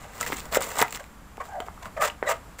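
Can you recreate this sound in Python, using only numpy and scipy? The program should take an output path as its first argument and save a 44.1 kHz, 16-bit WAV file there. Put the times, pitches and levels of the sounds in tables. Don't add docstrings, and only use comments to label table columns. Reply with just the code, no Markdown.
import sys
import numpy as np
from scipy import signal
from scipy.fft import rfft, irfft
from scipy.io import wavfile
from scipy.ndimage import uniform_filter1d

SR = 44100
rng = np.random.default_rng(int(sys.argv[2]) if len(sys.argv) > 2 else 0)


def amplitude_ratio(level_db):
    exponent = np.asarray(level_db, float) / 20
    return 10 ** exponent


def wav_out(sig):
    wavfile.write(sys.argv[1], SR, np.round(np.clip(np.atleast_2d(sig).T, -1, 1) * 32767).astype(np.int16))


N = 114660
T = np.arange(N) / SR

# f/Hz, level/dB
LEAF_TONE = [(300, -3), (1000, 2), (2000, 1), (4000, -4), (5500, -6.5), (8000, -5.5), (12000, -14),
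             (16000, 0.5)]


def unit(x):
    return x / np.sqrt(np.mean(x ** 2))


def ring(x, hz, width_hz):
    return signal.lfilter(*signal.iirpeak(hz, hz / width_hz, fs=SR), x)


def colour(x, tone, size=4096):
    hz, db = np.array(tone, float).T
    bins_hz = np.arange(size + 1) * SR / 2 / size
    gain = amplitude_ratio(np.interp(np.log(bins_hz + 1), np.log(hz), db))
    cepstrum = irfft(np.log(gain))
    cepstrum[1:size] *= 2
    cepstrum[size + 1:] = 0
    response = irfft(np.exp(rfft(cepstrum)))
    return signal.fftconvolve(x, response / np.sqrt(np.sum(response ** 2)))[:N]


def walk(rate_hz):
    span = int(SR / rate_hz)
    smooth = uniform_filter1d(rng.standard_normal(N), span)
    return unit(uniform_filter1d(smooth, span))


def air():
    # f/Hz, level/dB
    air_tone = [(25, -9.5), (58, -3), (110, -13), (200, -11.5), (350, -21.5), (1200, -20), (4000, -37),
                (15000, -41.5)]
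    # t/s, level/dB
    gain_drift = [(0, 1), (.4, 4), (1.2, -1), (2.0, 2), (2.6, 0)]
    level_db = -47.5 + np.interp(T, *np.array(gain_drift).T) + .5 * walk(9.4)
    return amplitude_ratio(level_db) * colour(rng.standard_normal(N), air_tone)


def tiled_room(near):
    t60_s, level_db, treble_hz = 0.19, -15.5, 3660
    u = T[:SR // 2]
    tail = rng.standard_normal(len(u)) * amplitude_ratio(-60 * u / t60_s)
    tail *= u > .004
    tail = signal.lfilter(*signal.butter(1, treble_hz, fs=SR), tail)
    return amplitude_ratio(level_db) * signal.fftconvolve(near, tail / np.sqrt(np.sum(tail ** 2)))[:N]


def board(x):
    # f/Hz, width/Hz, level/dB
    modes = [(450.6, 73, -2.5), (642, 150, 1.5), (893, 94, -3.5), (933, 47, 3.5), (1226, 110, -6),
             (1544, 91, -1.5), (2020, 146, -9.5), (3070, 75, -17)]
    return sum((-1) ** k * amplitude_ratio(db) * ring(x, hz, width) for k, (hz, width, db) in enumerate(modes))


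def stick_slip(glide, width_hz, octave_db, twelfth_db):
    t, hz, db, *more = np.array(glide).T
    phase = 2 * np.pi * np.cumsum(np.interp(T, t, hz)) / SR
    bright_db = np.interp(T, t, more[0]) if more else 0
    partials = [(1, 0), (2, octave_db + bright_db), (2.9, twelfth_db + bright_db)]
    tone = 0
    for multiple, level_db in partials:
        wave = walk(2 * width_hz) * np.sin(multiple * phase)
        wave = wave + walk(2 * width_hz) * np.cos(multiple * phase)
        tone = tone + amplitude_ratio(level_db) * wave
    envelope = amplitude_ratio(np.interp(T, t, db, left=-99, right=-99))
    return tone * uniform_filter1d(envelope, size=60)


def tray_rubs():
    # t/s, f/Hz, level/dB
    hand = [
        (1.485, 771, -45),
        (1.518, 799, -39.5),
        (1.535, 786, -40.5),
        (1.555, 788, -33),
        (1.575, 792, -55),
        (1.6, 790, -54),
    ]
    # t/s, f/Hz, level/dB
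    hand_low = [
        (1.535, 680, -59),
        (1.566, 676, -34),
        (1.585, 646, -35.5),
        (1.6, 653, -39),
        (1.615, 712, -40.5),
        (1.645, 664, -50),
    ]
    return stick_slip(hand, 110, -13, -40) + stick_slip(hand_low, 110, -40, -40)


def squeals():
    # t/s, f/Hz, level/dB, overtones/dB
    heavy = [
        [(1.965, 640, -32.5, -26), (1.977, 640, -26, -7), (1.986, 630, -39, -15), (1.996, 620, -28.5, -8),
         (2.018, 585, -31.5, 5.5), (2.04, 636, -33.5, 2), (2.066, 590, -32.5, -11), (2.09, 553, -48, 5)],
        [(2.255, 520, -36.5, -11), (2.281, 620, -31, -8), (2.295, 570, -27.5, -13), (2.315, 620, -34, -3),
         (2.34, 666, -38, 0)],
    ]
    # t/s, f/Hz, level/dB
    light = [
        [(1.399, 1128, -38), (1.409, 1111, -32), (1.421, 1197, -41), (1.435, 1090, -54)],
        [(1.822, 1063, -45), (1.84, 1082, -50), (1.866, 1090, -44), (1.895, 1134, -55)],
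        [(2.258, 2050, -48), (2.28, 1907, -26), (2.292, 1900, -51)],
        [(2.295, 1276, -43), (2.32, 1335, -31), (2.335, 1270, -53)],
        [(.99, 595, -51), (1.005, 593, -41), (1.03, 576, -54)],
    ]
    return (sum(stick_slip(glide, 60, -1, -7) for glide in heavy)
            + sum(stick_slip(glide, 110, -13, -40) for glide in light))


def grains(per_s, spread_db, ms):
    borders = (700, 2500, 5500, 9500)
    out, shared = 0, rng.random((2, N))
    for lo, hi in zip((20,) + borders, borders + (20000,)):
        chance, size = np.where(rng.random(N) < .4, shared, rng.random((2, N)))
        bursts = (chance < per_s / SR) * amplitude_ratio(-spread_db * np.log(size + 0.0062))
        bursts = signal.lfilter([1], [1, -np.exp(-1000 / (ms * SR))], bursts)
        band = signal.butter(2, (lo, hi), "band", fs=SR, output="sos")
        out = out + signal.sosfilt(band, bursts * rng.standard_normal(N))
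    clumps_db = 1.2 * walk(150)
    return unit(out * amplitude_ratio(clumps_db))


def strokes(pushes):
    power = np.zeros((2, N))
    for start, rise, fall, direct_db, board_db in pushes:
        u = T - start - rise
        shape = np.clip(np.where(u < 0, -u / rise, u / fall), 0, 3)
        level_db = np.array([[direct_db], [board_db]]) - 25 * shape ** 2
        power += amplitude_ratio(level_db) ** 2 * (u > -rise)
    return np.sqrt(power)


def rubbing(pushes, grit, tone):
    direct, body = strokes(pushes)
    return colour(grit * direct, tone) + board(grit * body) / np.std(board(grit))


def drags():
    # t/s, rise/s, fall/s, hiss level/dB, board level/dB
    drag_strokes = [(-.1, 0.064, 0.32, -50.5, -46.5), (.988, 0.012, 0.02, -46.5, -37.5),
                    (1.396, 0.015, 0.026, -47.5, -34.5), (1.43, 0.015, 0.14, -52, -53),
                    (1.6, 0.0062, 0.043, -53, -41), (1.65, 0.02, 0.025, -49, -43.5),
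                    (1.822, 0.0059, 0.019, -45.5, -40.5), (1.84, 0.012, 0.038, -46.5, -42),
                    (1.49, 0.064, .08, -61, -46), (1.963, 0.01, 0.023, -51, -33),
                    (1.998, .027, 0.032, -27.5, -25.5), (2.025, 0.025, 0.044, -27, -27.5),
                    (2.07, 0.0069, 0.017, -31.5, -33.5), (2.09, 0.011, 0.04, -48.5, -47.5),
                    (2.228, 0.0028, 0.058, -61, -36.5), (2.255, 0.03, 0.022, -34.5, -29.5),
                    (2.282, .018, 0.028, -29, -26.5), (2.305, 0.011, 0.02, -33, -28.5),
                    (2.33, 0.012, 0.048, -47.5, -43.5)]
    # f/Hz, level/dB
    skin_tone = [(300, -13.5), (1000, 3), (2500, 2), (4000, -4.5), (5500, -6), (8000, -6), (12000, -14.5),
                 (16000, -7)]
    return rubbing(drag_strokes, grains(per_s=1800, spread_db=2.2, ms=1.8), skin_tone)


def knocks():
    # t/s, peak level/dB, f/Hz, t60/s, contact/ms
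    board_knocks = [(0.2117, -24, 1320, 0.14, 0.18), (.2295, -21, 2010, 0.058, .15),
                    (2.2275, -19, 1800, 0.023, 0.27), (2.1, -21.5, 2930, .02, 0.34),
                    (1.968, -35, 2400, 0.05, 0.22), (1.6035, -28.5, 3090, 0.039, 0.15),
                    (0.302, -22.5, 480, 0.0052, 0.84), (.323, -12, 810, 0.0054, 0.25),
                    (0.571, -8.5, 530, 0.044, 1.06), (.5555, -17, 1400, 0.03, 0.25),
                    (.816, -22, 263, 0.025, 1.1), (0.615, -19, 1450, 0.0097, 0.57),
                    (.791, -14, 890, 0.035, 0.22), (.818, -12, 620, 0.041, 0.1),
                    (0.8254, -8.5, 914, 0.042, 0.36), (.8265, -16, 1400, 0.061, 0.21),
                    (.33, -26.5, 297, 0.083, 1.4), (1.38, -24, 780, 0.011, 0.86),
                    (1.603, -18, 830, 0.0035, 0.51), (1.685, -22, 930, 0.0073, 0.54),
                    (1.857, -23, 1200, 0.01, 0.18), (1.777, -37, 1250, 0.065, 0.37),
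                    (2.227, -13, 514, 0.026, 0.41)]
    # t/s, peak level/dB, f/Hz, t60/s, contact/ms
    cracks = [
        (.2108, -13, 7400, .005, .06),
        (.5465, -13, 13500, .004, .03),
        (.3292, -17, 2000, .015, .1),
        (.59, -26, 550, .35, .8),
        (.8183, -9, 3000, .004, .08),
        (.8255, -12, 12000, .004, .03),
    ]
    size, lead = SR // 3, 200
    high_pass = signal.butter(1, 480, "high", fs=SR)
    out = np.zeros(N + size)
    for t0, db, hz, t60, contact_ms in board_knocks + cracks:
        i = int(t0 * SR) - lead
        u = T[:size] + i / SR - t0
        push = -np.exp(-.5 * (u * 4000 / contact_ms) ** 2)
        push = signal.lfilter(*high_pass, push)
        patch = ring(push, hz, 6.54 / t60)
        whole = board(push)
        knock = patch / np.abs(patch).max() + amplitude_ratio(-10) * whole / np.abs(whole).max()
        out[i:i + size] += amplitude_ratio(db) * knock
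    return out[:N]


def snaps():
    # t/s, peak level/dB, f/Hz
    ribs = [(0.1341, -26.5, 1730), (0.162, -30, 1880), (0.182, -36, 1920), (0.2052, -24, 8500),
            (0.2279, -16, 6460), (0.2508, -24, 5000), (0.2638, -13.5, 1650), (0.2744, -18, 7710),
            (0.3644, -31, 2130), (0.3685, -16, 7800), (.3725, -21, 5000), (0.3808, -19.5, 4250),
            (0.3852, -21, 4370), (0.397, -21, 7000), (0.4036, -17, 3470), (0.4554, -24, 8000),
            (0.5184, -28, 7930), (0.5262, -14, 4100), (.5385, -17, 2000), (0.5554, -6, 1520),
            (0.559, -10.5, 7460), (.561, -22, 7400), (0.6218, -8, 8250), (0.6254, -17, 6800),
            (0.631, -15, 6000), (.641, -18, 7050), (0.6904, -20, 7600), (0.7164, -21, 1500),
            (0.7667, -15, 8000), (.7797, -16, 7600), (0.7851, -9.5, 6800), (0.8024, -8.5, 8000),
            (0.8155, -3, 2130), (.8167, -21, 7800), (0.8245, -4, 1880),
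            (0.8814, -22, 2530), (0.9073, -19, 7340), (0.9243, -15, 7800), (0.9268, -14, 1470),
            (0.94, -31, 7510), (0.9477, -14.5, 3080), (0.9534, -29, 8100), (0.9594, -16, 3540),
            (.9672, -22, 1200), (0.9728, -18.5, 1900), (1.041, -27.5, 2440), (1.371, -30, 1670),
            (1.4544, -27, 1480), (1.603, -20, 2020), (2.5914, -17.5, 1690)]
    size, q, decay_ms = 512, 2.5, 1.1
    out = np.zeros(N + size)
    for t0, db, hz in ribs:
        noise = rng.standard_normal(size) * np.exp(-np.arange(size) * 1000 / SR / decay_ms)
        crack = np.sqrt(q) * ring(noise, hz, hz / q) + amplitude_ratio(-2.5) * noise
        i = int(t0 * SR)
        out[i:i + size] += amplitude_ratio(db - 3.5) * crack / np.abs(crack).max()
    return colour(out[:N], LEAF_TONE) + 4 * amplitude_ratio(-7.5) * board(out[:N])


def cuts():
    # t/s, rise/s, fall/s, crackle level/dB, board level/dB
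    blade_pushes = [(.1, 0.085, 0.037, -43, -45), (.196, 0.011, .012, -31, -39),
                    (.209, .004, 0.034, -31, -41), (.224, 0.0032, 0.043, -33.5, -35.5),
                    (.259, 0.0087, 0.024, -33, -38), (.27, 0.0076, 0.051, -33.5, -37),
                    (.312, 0.012, 0.036, -30, -37.5), (.355, 0.0071, 0.12, -39.5, -65),
                    (.41, 0.0087, 0.13, -46, -43), (.508, 0.025, 0.022, -32, -32),
                    (.53, 0.013, 0.017, -32, -34), (.545, 0.0033, 0.013, -23, -35),
                    (.553, 0.0076, 0.011, -23.5, -26.5), (.562, 0.0087, 0.0076, -21, -20.5),
                    (.603, 0.0046, 0.029, -30.5, -43), (.618, 0.0055, 0.062, -30, -39),
                    (.65, 0.024, 0.16, -36, -37.5), (.748, 0.0083, 0.013, -32.5, -35),
                    (.765, 0.0055, 0.052, -31.5, -30.5), (.783, 0.0035, .007, -21, -43),
                    (.789, 0.0027, 0.023, -22.5, -23.5), (.798, 0.0086, 0.024, -26, -26.5),
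                    (.811, 0.0058, 0.023, -21, -20), (.82, 0.0031, 0.0056, -20, -20),
                    (.83, 0.0073, 0.35, -48, -58), (.92, 0.036, 0.017, -32, -49.5),
                    (2.58, 0.013, 0.0056, -35.5, -42)]
    return rubbing(blade_pushes, grains(per_s=2200, spread_db=3, ms=.6), LEAF_TONE)


def scene():
    near = tray_rubs() + squeals() + drags() + knocks() + snaps() + cuts()
    return (near + tiled_room(near) + air())[None]


def low_pass(x):
    return signal.sosfilt(signal.butter(12, 15940, fs=SR, output="sos"), x)


def record(dry):
    # f/Hz, width/Hz, level re direct/dB
    port = [(7440, 626, 2)]
    x = dry + sum(amplitude_ratio(db) * ring(dry, hz, width) for hz, width, db in port)
    x = signal.sosfilt(signal.ellip(12, .2, 95, 15550, fs=SR, output="sos"), x)
    return low_pass(x)


dry = scene()
out = record(dry)
wav_out(out)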